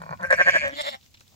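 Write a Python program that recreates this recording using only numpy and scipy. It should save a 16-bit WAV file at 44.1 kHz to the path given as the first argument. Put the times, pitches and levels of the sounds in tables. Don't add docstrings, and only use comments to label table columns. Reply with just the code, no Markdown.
import sys
import numpy as np
from scipy import signal
from scipy.fft import rfft, irfft
from scipy.io import wavfile
from scipy.ndimage import map_coordinates

SR = 44100
rng = np.random.default_rng(int(sys.argv[2]) if len(sys.argv) > 2 else 0)


def generate_wav(signal):
    frames = np.transpose(np.atleast_2d(signal))
    scaled = np.clip(frames, -1, 1) * 32767
    pcm = np.round(scaled).astype(np.int16)
    wavfile.write(sys.argv[1], SR, pcm)


def boost(x):
    u = np.asarray(x, float) / 20
    return 10 ** u


N = 59535

# time [s], pitch [Hz], mouth [0 closed, 1 open, 2 wide], half-cycle slap share [0-1],
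# roughness [0-1]
VOICE = [(.1, 166, 0.034, 0.26, 0.21), (.16, 170.6, 0.018, 1, 0.5), (.215, 174.9, 0.084, 0.7, 0.5),
         (.235, 177.7, 0.78, 0, 0.4), (.29, 177, 0.99, 0, 0.5), (.33, 177.4, 1.044, 0.4, 0.73),
         (.37, 163.2, 0.98, 0.69, 0.56), (.41, 184.7, 1.068, 0.45, 0.18), (.45, 166.3, 1.026, 0.32, 0.5),
         (.49, 180.6, 1.107, 0.6, 0.37), (.55, 167.7, 1.098, 0.767, 0.5), (.6, 150.4, 1.02, 0.049, 0.3),
         (.66, 139.1, 1.2, 0.65, 0.4), (.70, 132.7, 1.28, 0.083, 0.5), (.735, 141.7, 1.55, 0.55, .2),
         (.775, 144.7, 1.87, 0.87, 0.3), (.8, 151.5, 1.92, 0.78, 0), (.83, 134.4, 1.815, 0.86, 0.5),
         (.88, 143.8, 1.872, 1, 0.33), (.96, 129.5, 1.786, 0.4, 0.22)]


def unit(x):
    return x / np.sqrt(np.mean(x ** 2) + 1e-20)


def at(rows, s):
    x, *cols = np.transpose(rows)
    return [np.interp(s, x, c) for c in cols]


def lay(s, waves):
    where = np.floor(s * SR).astype(int)[:, None] + np.arange(waves.shape[1])
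    return np.bincount(np.clip(where, 0, N).ravel(), waves.ravel(), N + 1)[:N]


def since(s, count):
    return np.maximum(np.arange(count) / SR - (s * SR % 1)[:, None] / SR, 0)


def wobble(rate):
    return map_coordinates(rng.standard_normal(200), [np.arange(N) * rate / SR])


def noise(spectrum, alike):
    hz, db = np.transpose(spectrum)
    gain = boost(np.interp(np.log(np.fft.rfftfreq(N, 1 / SR) + 1), np.log(hz), db))
    a, b = irfft(rfft(rng.standard_normal((2, N))) * gain, N)
    angle = np.arccos(np.clip(alike, -1, 1)) / 2
    return unit(np.array([np.cos(angle) * a + np.sin(angle) * b, np.cos(angle) * a - np.sin(angle) * b]))


def air():
    # frequency_hz, level_db [dB per Hz]
    hiss_spectrum = [(25, -46), (86, -6), (170, -21.5), (500, -25.5), (1500, -31), (3500, -24),
                     (7000, -24.5), (10000, -38), (15000, -28.5)]
    wind_spectrum = [(25, -53.5), (50, -17), (80, -12.5), (130, -14.5), (250, -22), (600, -79.5)]
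    # time_s, level_db
    gust_levels = [
        (0, -53),
        (.65, -48.5),
        (.8, -63),
    ]
    gust = boost(at(gust_levels, np.arange(N) / SR)[0] + 1.8 * wobble(31))
    rustle = boost(-61 + 1.2 * wobble(40))
    return rustle * noise(hiss_spectrum, alike=.3) + gust * noise(wind_spectrum, alike=.15)


def yard(x):
    t60_s, delay_samples = 0.097, 130
    t = np.arange(SR // 4) / SR
    tail = rng.standard_normal((2, len(t))) * boost(-60 * t / t60_s)
    late = np.pad(x, ((0, 0), (delay_samples, 0)))
    return signal.fftconvolve(late, tail / np.linalg.norm(tail[0]), axes=1)[:, :N]


def hooves():
    # start_s, level_db, length_s, grain_pitch_hz
    crunches = [(0.019, -43.5, 0.004, 8700), (.225, -40.5, 0.057, 9000), (0.321, -29, 0.03, 6000),
                (0.359, -34, .03, 10500), (0.482, -31.5, 0.029, 12000), (0.555, -34, 0.017, 11600),
                (0.679, -35, 0.0047, 11000), (0.808, -26, 0.014, 7140), (0.765, -35, 0.036, 12300),
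                (0.858, -31, 0.049, 12500), (0.92, -38.5, 0.033, 11580), (1.053, -59, 0.0075, 2831),
                (1.141, -41, 0.014, 4145), (1.17, -48, 0.011, 3960), (1.197, -50, 0.03, 5960),
                (1.202, -63.5, .015, 700), (1.271, -61.5, 0.0037, 2190), (1.008, -48.5, 0.04, 4500),
                (1.316, -59.5, 0.014, 855), (1.337, -56, 0.009, 900)]
    # start_s, level_db, pitch_hz
    thuds = [
        (0.55, -20, 350),
        (0.641, -24.5, 242),
        (.65, -29.5, 88),
    ]
    out = np.zeros((2, N))
    for start_s, db, length_s, pitch_hz in crunches:
        luck = rng.random((40, 4))
        grain_s = start_s + length_s * luck[:, 0]
        hz = np.minimum(pitch_hz * np.exp(.9 * (luck[:, 1:2] - .5)), SR / 2.5)
        for ch in range(2):
            arrival_s = grain_s + ch * .00025
            t = since(arrival_s, count=200)
            grain = np.sin(2 * np.pi * hz * t) * np.exp(-t * hz / 3)
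            out[ch] += lay(arrival_s, boost(db - 5 - 12 * luck[:, 2 + ch:3 + ch]) * grain)
    t = np.arange(N) / SR
    for start_s, db, hz in thuds:
        cycles = np.maximum(t - start_s, 0) * hz
        thud = cycles * np.exp(-cycles / 0.72) * np.sin(2 * np.pi * cycles)
        out += boost(db) * thud * boost([[-3], [3]])
    return out


def ticks():
    # start_s, level_db, pitch_hz
    snaps = [(0.0188, -46.5, 4700), (0.1075, -40.5, 5970), (0.173, -47, 2800), (0.2109, -41.5, 4520),
             (.2289, -34.5, 7400), (0.273, -44, 7270), (0.3071, -25, 5830), (0.249, -44.5, 8280),
             (.262, -47.5, 13000), (.819, -26.5, 6500), (.8205, -41, 12000), (1.0118, -50, 4500),
             (1.03, -51, 3970), (1.0619, -46.5, 3500), (1.107, -50.5, 11800), (1.1135, -50.5, 8840),
             (1.134, -56, 12000), (1.1442, -44, 2900), (1.153, -62.5, 4500), (1.1728, -50, 3660),
             (1.1969, -47, 5660), (1.2, -65, 4500), (1.2098, -42.5, 1970), (1.2067, -39, 6960),
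             (1.235, -55.5, 9010), (1.263, -70.5, 4300), (1.2676, -57.5, 3000), (1.2791, -44.5, 5800),
             (1.2806, -57.5, 11860), (1.3255, -74, 5050), (1.342, -66, 2440)]
    burst_s, pitch_spread = .0015, 1.1
    s, db, hz = (np.repeat(c, 8)[:, None] for c in np.transpose(snaps))
    luck = rng.random((len(s), 4))
    s = (s + burst_s * luck[:, :1] ** 2)[:, 0]
    hz = np.minimum(hz * np.exp(pitch_spread * (luck[:, 1:2] - .5)), SR / 2.6)
    t = since(s, count=120)
    ring = np.sin(2 * np.pi * hz * t) * np.exp(-t * hz / 4)
    return np.array([lay(s + ch * .0003, boost(db - 3 - 8 * luck[:, 2 + ch:3 + ch]) * ring) for ch in range(2)])


def tremble(s, held_db):
    # peak_s, level_db, rise_s, fall_s
    swells = [(0.202, -38, 0.0084, 0.0071), (0.233, -30.5, 0.01, 0.0066), (0.246, -24, 0.013, 0.0046),
              (0.266, -34.5, 0.0063, 0.0078), (0.286, -40.5, 0.0046, 0.0088),
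              (0.313, -11.5, 0.0075, 0.0015), (0.325, -12, 0.0042, 0.0097), (0.343, -48, 0.013, 0.0039),
              (0.411, -10, 0.016, 0.0048), (0.49, -9.5, 0.017, 0.0035), (0.563, -15, 0.019, 0.0078),
              (0.648, -22.5, 0.024, 0.033), (0.689, -52, 0.0098, 0.0045), (0.734, -34, 0.0065, 0.0039),
              (0.763, -45.5, 0.011, .01), (0.807, -25, 0.02, 0.0026), (0.824, -69, 0.012, 0.0074),
              (0.887, -26.5, 0.034, 0.0037), (0.943, -31.5, 0.018, 0.0084)]
    # time_s, level_db
    effort = [(0, -26.5), (.14, -35.5), (.17, -67), (.24, -94), (.29, -52.5), (.4, -36), (.53, -32),
              (.605, -29), (.70, -57.5), (.75, -49), (.83, -51.5), (.93, -50.5), (.98, -118)]
    pressure = boost(at(effort, s)[0] + held_db)
    for peak_s, db, rise_s, fall_s in swells:
        pressure = pressure + boost(db) * np.exp(-.5 * ((s - peak_s) / np.where(s < peak_s, rise_s, fall_s)) ** 2)
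    return pressure


def hum():
    # time_s, pitch_hz, level_db
    nasal_tone = [(0, 168.3, -46.5), (.07, 162.7, -50.5), (.12, 170, -33.5), (.17, 170.2, -59),
                  (.22, 177.3, -33.5), (.275, 176.7, -56.5), (.33, 176, -51.5), (.56, 177.8, -53),
                  (.64, 241.8, -53), (.69, 245.5, -50.5), (.735, 291.4, -34), (.8, 298, -53),
                  (.95, 232, -51), (1.01, 202, -66.5)]
    swell_share = 0.72
    t = np.arange(N) / SR
    hz, db = at(nasal_tone, t)
    calling = (tremble(t, held_db=5) * boost(25)) ** swell_share
    creaking = boost(4 * wobble(30))
    swell = np.where(t > .18, calling, creaking)
    ahead_ms = np.interp(at(VOICE, t)[1], [1, 2], [0.041, 0.94])
    shift = np.pi * hz * ahead_ms / 1000
    level = boost(db + 4.5 * wobble(70.74))
    phase = 2 * np.pi * np.cumsum(hz * (1 + .04 * wobble(90))) / SR
    return level * swell * np.sin(phase + np.array([shift, -shift]))


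def folds():
    jitter, shimmer_db = .065, 3.5
    rasp_db, rasp_per_s, rasp_gate = -13, 1500, 0.85
    t = np.arange(N) / SR
    turns = np.cumsum(at(VOICE, t)[0]) / SR
    k = np.arange(2 * int(turns[-1]))
    slap_s = np.interp(k / 2, turns, t)
    hz, _, half, rough = at(VOICE, slap_s)
    luck = rng.standard_normal((len(k), 2))
    size = np.where(k % 2, half, 1) * boost(shimmer_db * rough * luck[:, 1])
    slap_s = slap_s + jitter * rough * luck[:, 0] / hz

    puffs = rng.standard_normal((1500, 2))
    puff_s = (np.arange(len(puffs)) + .5 * puffs[:, 0]) / rasp_per_s
    gate = 2 * np.exp(-rasp_gate * (np.interp(puff_s, t, turns) % 1))
    puff_size = boost(rasp_db) * at(VOICE, puff_s)[3] * puffs[:, 1] * gate
    airy = np.r_[np.zeros(len(slap_s)), np.ones(len(puff_s))]
    return np.r_[slap_s, puff_s], np.r_[size, puff_size], airy


def bleat():
    # start_s, level_db
    creak_slaps = [(0.0161, -32.5), (0.023, -39.5), (0.0357, -33.5), (0.04, -73), (.063, -36.5),
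                   (0.068, -61), (0.0907, -31), (0.094, -40), (0.108, -32), (0.1125, -29.5), (0.118, -61),
                   (0.125, -28.5), (0.1312, -28.5), (.138, -34.5), (.146, -50)]
    # frequency_hz, width_hz, level_db
    closed_mouth = [(576, 237, 6.5), (1037, 70, 4.5), (1450, 57, -7), (1840, 71, -7), (2340, 50, -15),
                    (2900, 380, -35.5), (4500, 320, -13), (5550, 450, -27.5), (6600, 900, -32),
                    (10500, 2000, -42.5)]
    # frequency_hz, width_hz, level_db, left_over_right_db, left_ahead_ms
    open_mouth = [(570, 50.5, -3.5, 7, 0.45), (1124, 96, -7.5, 0.5, 0.33), (1590, 52.5, 5.5, 2, 0.16),
                  (1835, 207, 7, -5, 0.17), (2300, 170, -7.5, 1.5, 0.47), (3040, 680, -25.5, 0.5, 0.34),
                  (4590, 560, -23.5, -3.5, 0.28), (5800, 400, -18, -4, 0.39), (6920, 1600, -9, -7, .45),
                  (9150, 1400, -27.5, -1, 0.2)]
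    wide_mouth = [(650, 100, 4.5, 3.5, 0.61), (1300, 240, 0.5, -2, 0.38), (1813, 140, -13.5, -11.5, 0.61),
                  (2085, 200, 3, -2, 0.41), (2410, 530, -12, -8.5, .5), (3500, 550, 13, 0.5, 0.872),
                  (4270, 520, -1.5, -7, 0.792), (5350, 210, -3, 0.5, 0.81), (7280, 610, -0.5, -3.5, 0.458),
                  (14130, 1700, -3, -4.5, 0.57)]
    late_s = [0.00033, 0.0022, 0.00035, 0.00047, .014, 0.0068, 0.00028, 0.018, 0.0018, 0.016]
    held_levels = [-26, -19, -24.5, -2, 22, 18, 28, 3.5, 19, 18.5]
    arrival_power = [0.92, 0.93, 0.69, 1.2, 0.63, 0.4, 2, 2.5, 1.5, 1.5]
    onset_s, throat_cut_hz = .0003, 488
    lift_s, lift_share = .9, 0.16

    s, size, airy = folds()
    keep = ((s > .17) | (airy > 0)) & (s < 1) & (size != 0)
    creak_s, creak_db = np.transpose(creak_slaps)
    size = size[keep]
    voiced = len(size)
    s = np.r_[s[keep], creak_s]
    airy = np.r_[airy[keep], 0 * creak_s][:, None]
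    mouth = at(VOICE, s)[1]
    opening, widening = np.minimum(mouth, 1), np.maximum(mouth - 1, 0)
    out = np.zeros((2, N))
    for k, (closed, opened, wide) in enumerate(zip(closed_mouth, open_mouth, wide_mouth)):
        shapes = np.c_[range(3), [(*closed, *opened[3:]), opened, wide]]
        hz, width_hz, _, pan_db, ahead_ms = (c[:, None] for c in at(shapes, mouth))
        db = at(shapes, opening + widening ** arrival_power[k])[2][:, None]
        if k == 0:
            hz = hz * (1 + lift_share * np.clip((s[:, None] - lift_s) / 0.048, 0, 1))
        breath = tremble(s[:voiced] - late_s[k], held_levels[k] * opening[:voiced])
        push = np.r_[size * breath, boost(creak_db)][:, None]
        push = push * np.maximum(hz / 2000, 1) ** airy
        count = 700 if k < 5 else 250
        fade = np.hanning(2 * count)[count:]
        for ch, side in enumerate((-.5, .5)):
            start_s = s + side * ahead_ms[:, 0] / 1000 + .0004
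            t = since(start_s, count)
            ring = np.sin(2 * np.pi * hz * t) * np.exp(-np.pi * width_hz * t) * (1 - np.exp(-t / onset_s)) ** 2
            out[ch] += lay(start_s, (-1) ** k * push * boost(db - side * pan_db) * ring * fade)
    return signal.sosfilt(signal.butter(4, throat_cut_hz, "high", fs=SR, output="sos"), out)


def scene():
    near = bleat() + hum() + hooves() + ticks()
    return near + boost(-12.5) * yard(near) + air()


def roll_off(x):
    return signal.sosfilt(signal.butter(12, 15900, fs=SR, output="sos"), x)


def record(dry):
    top_hz, ceiling = 15850, 1.05
    kept = irfft(rfft(dry) * (np.fft.rfftfreq(N, 1 / SR) < top_hz), N)
    mix = kept / (1 + np.abs(kept / ceiling) ** 4) ** .25
    return roll_off(mix)


dry = scene()
out = record(dry)
generate_wav(out)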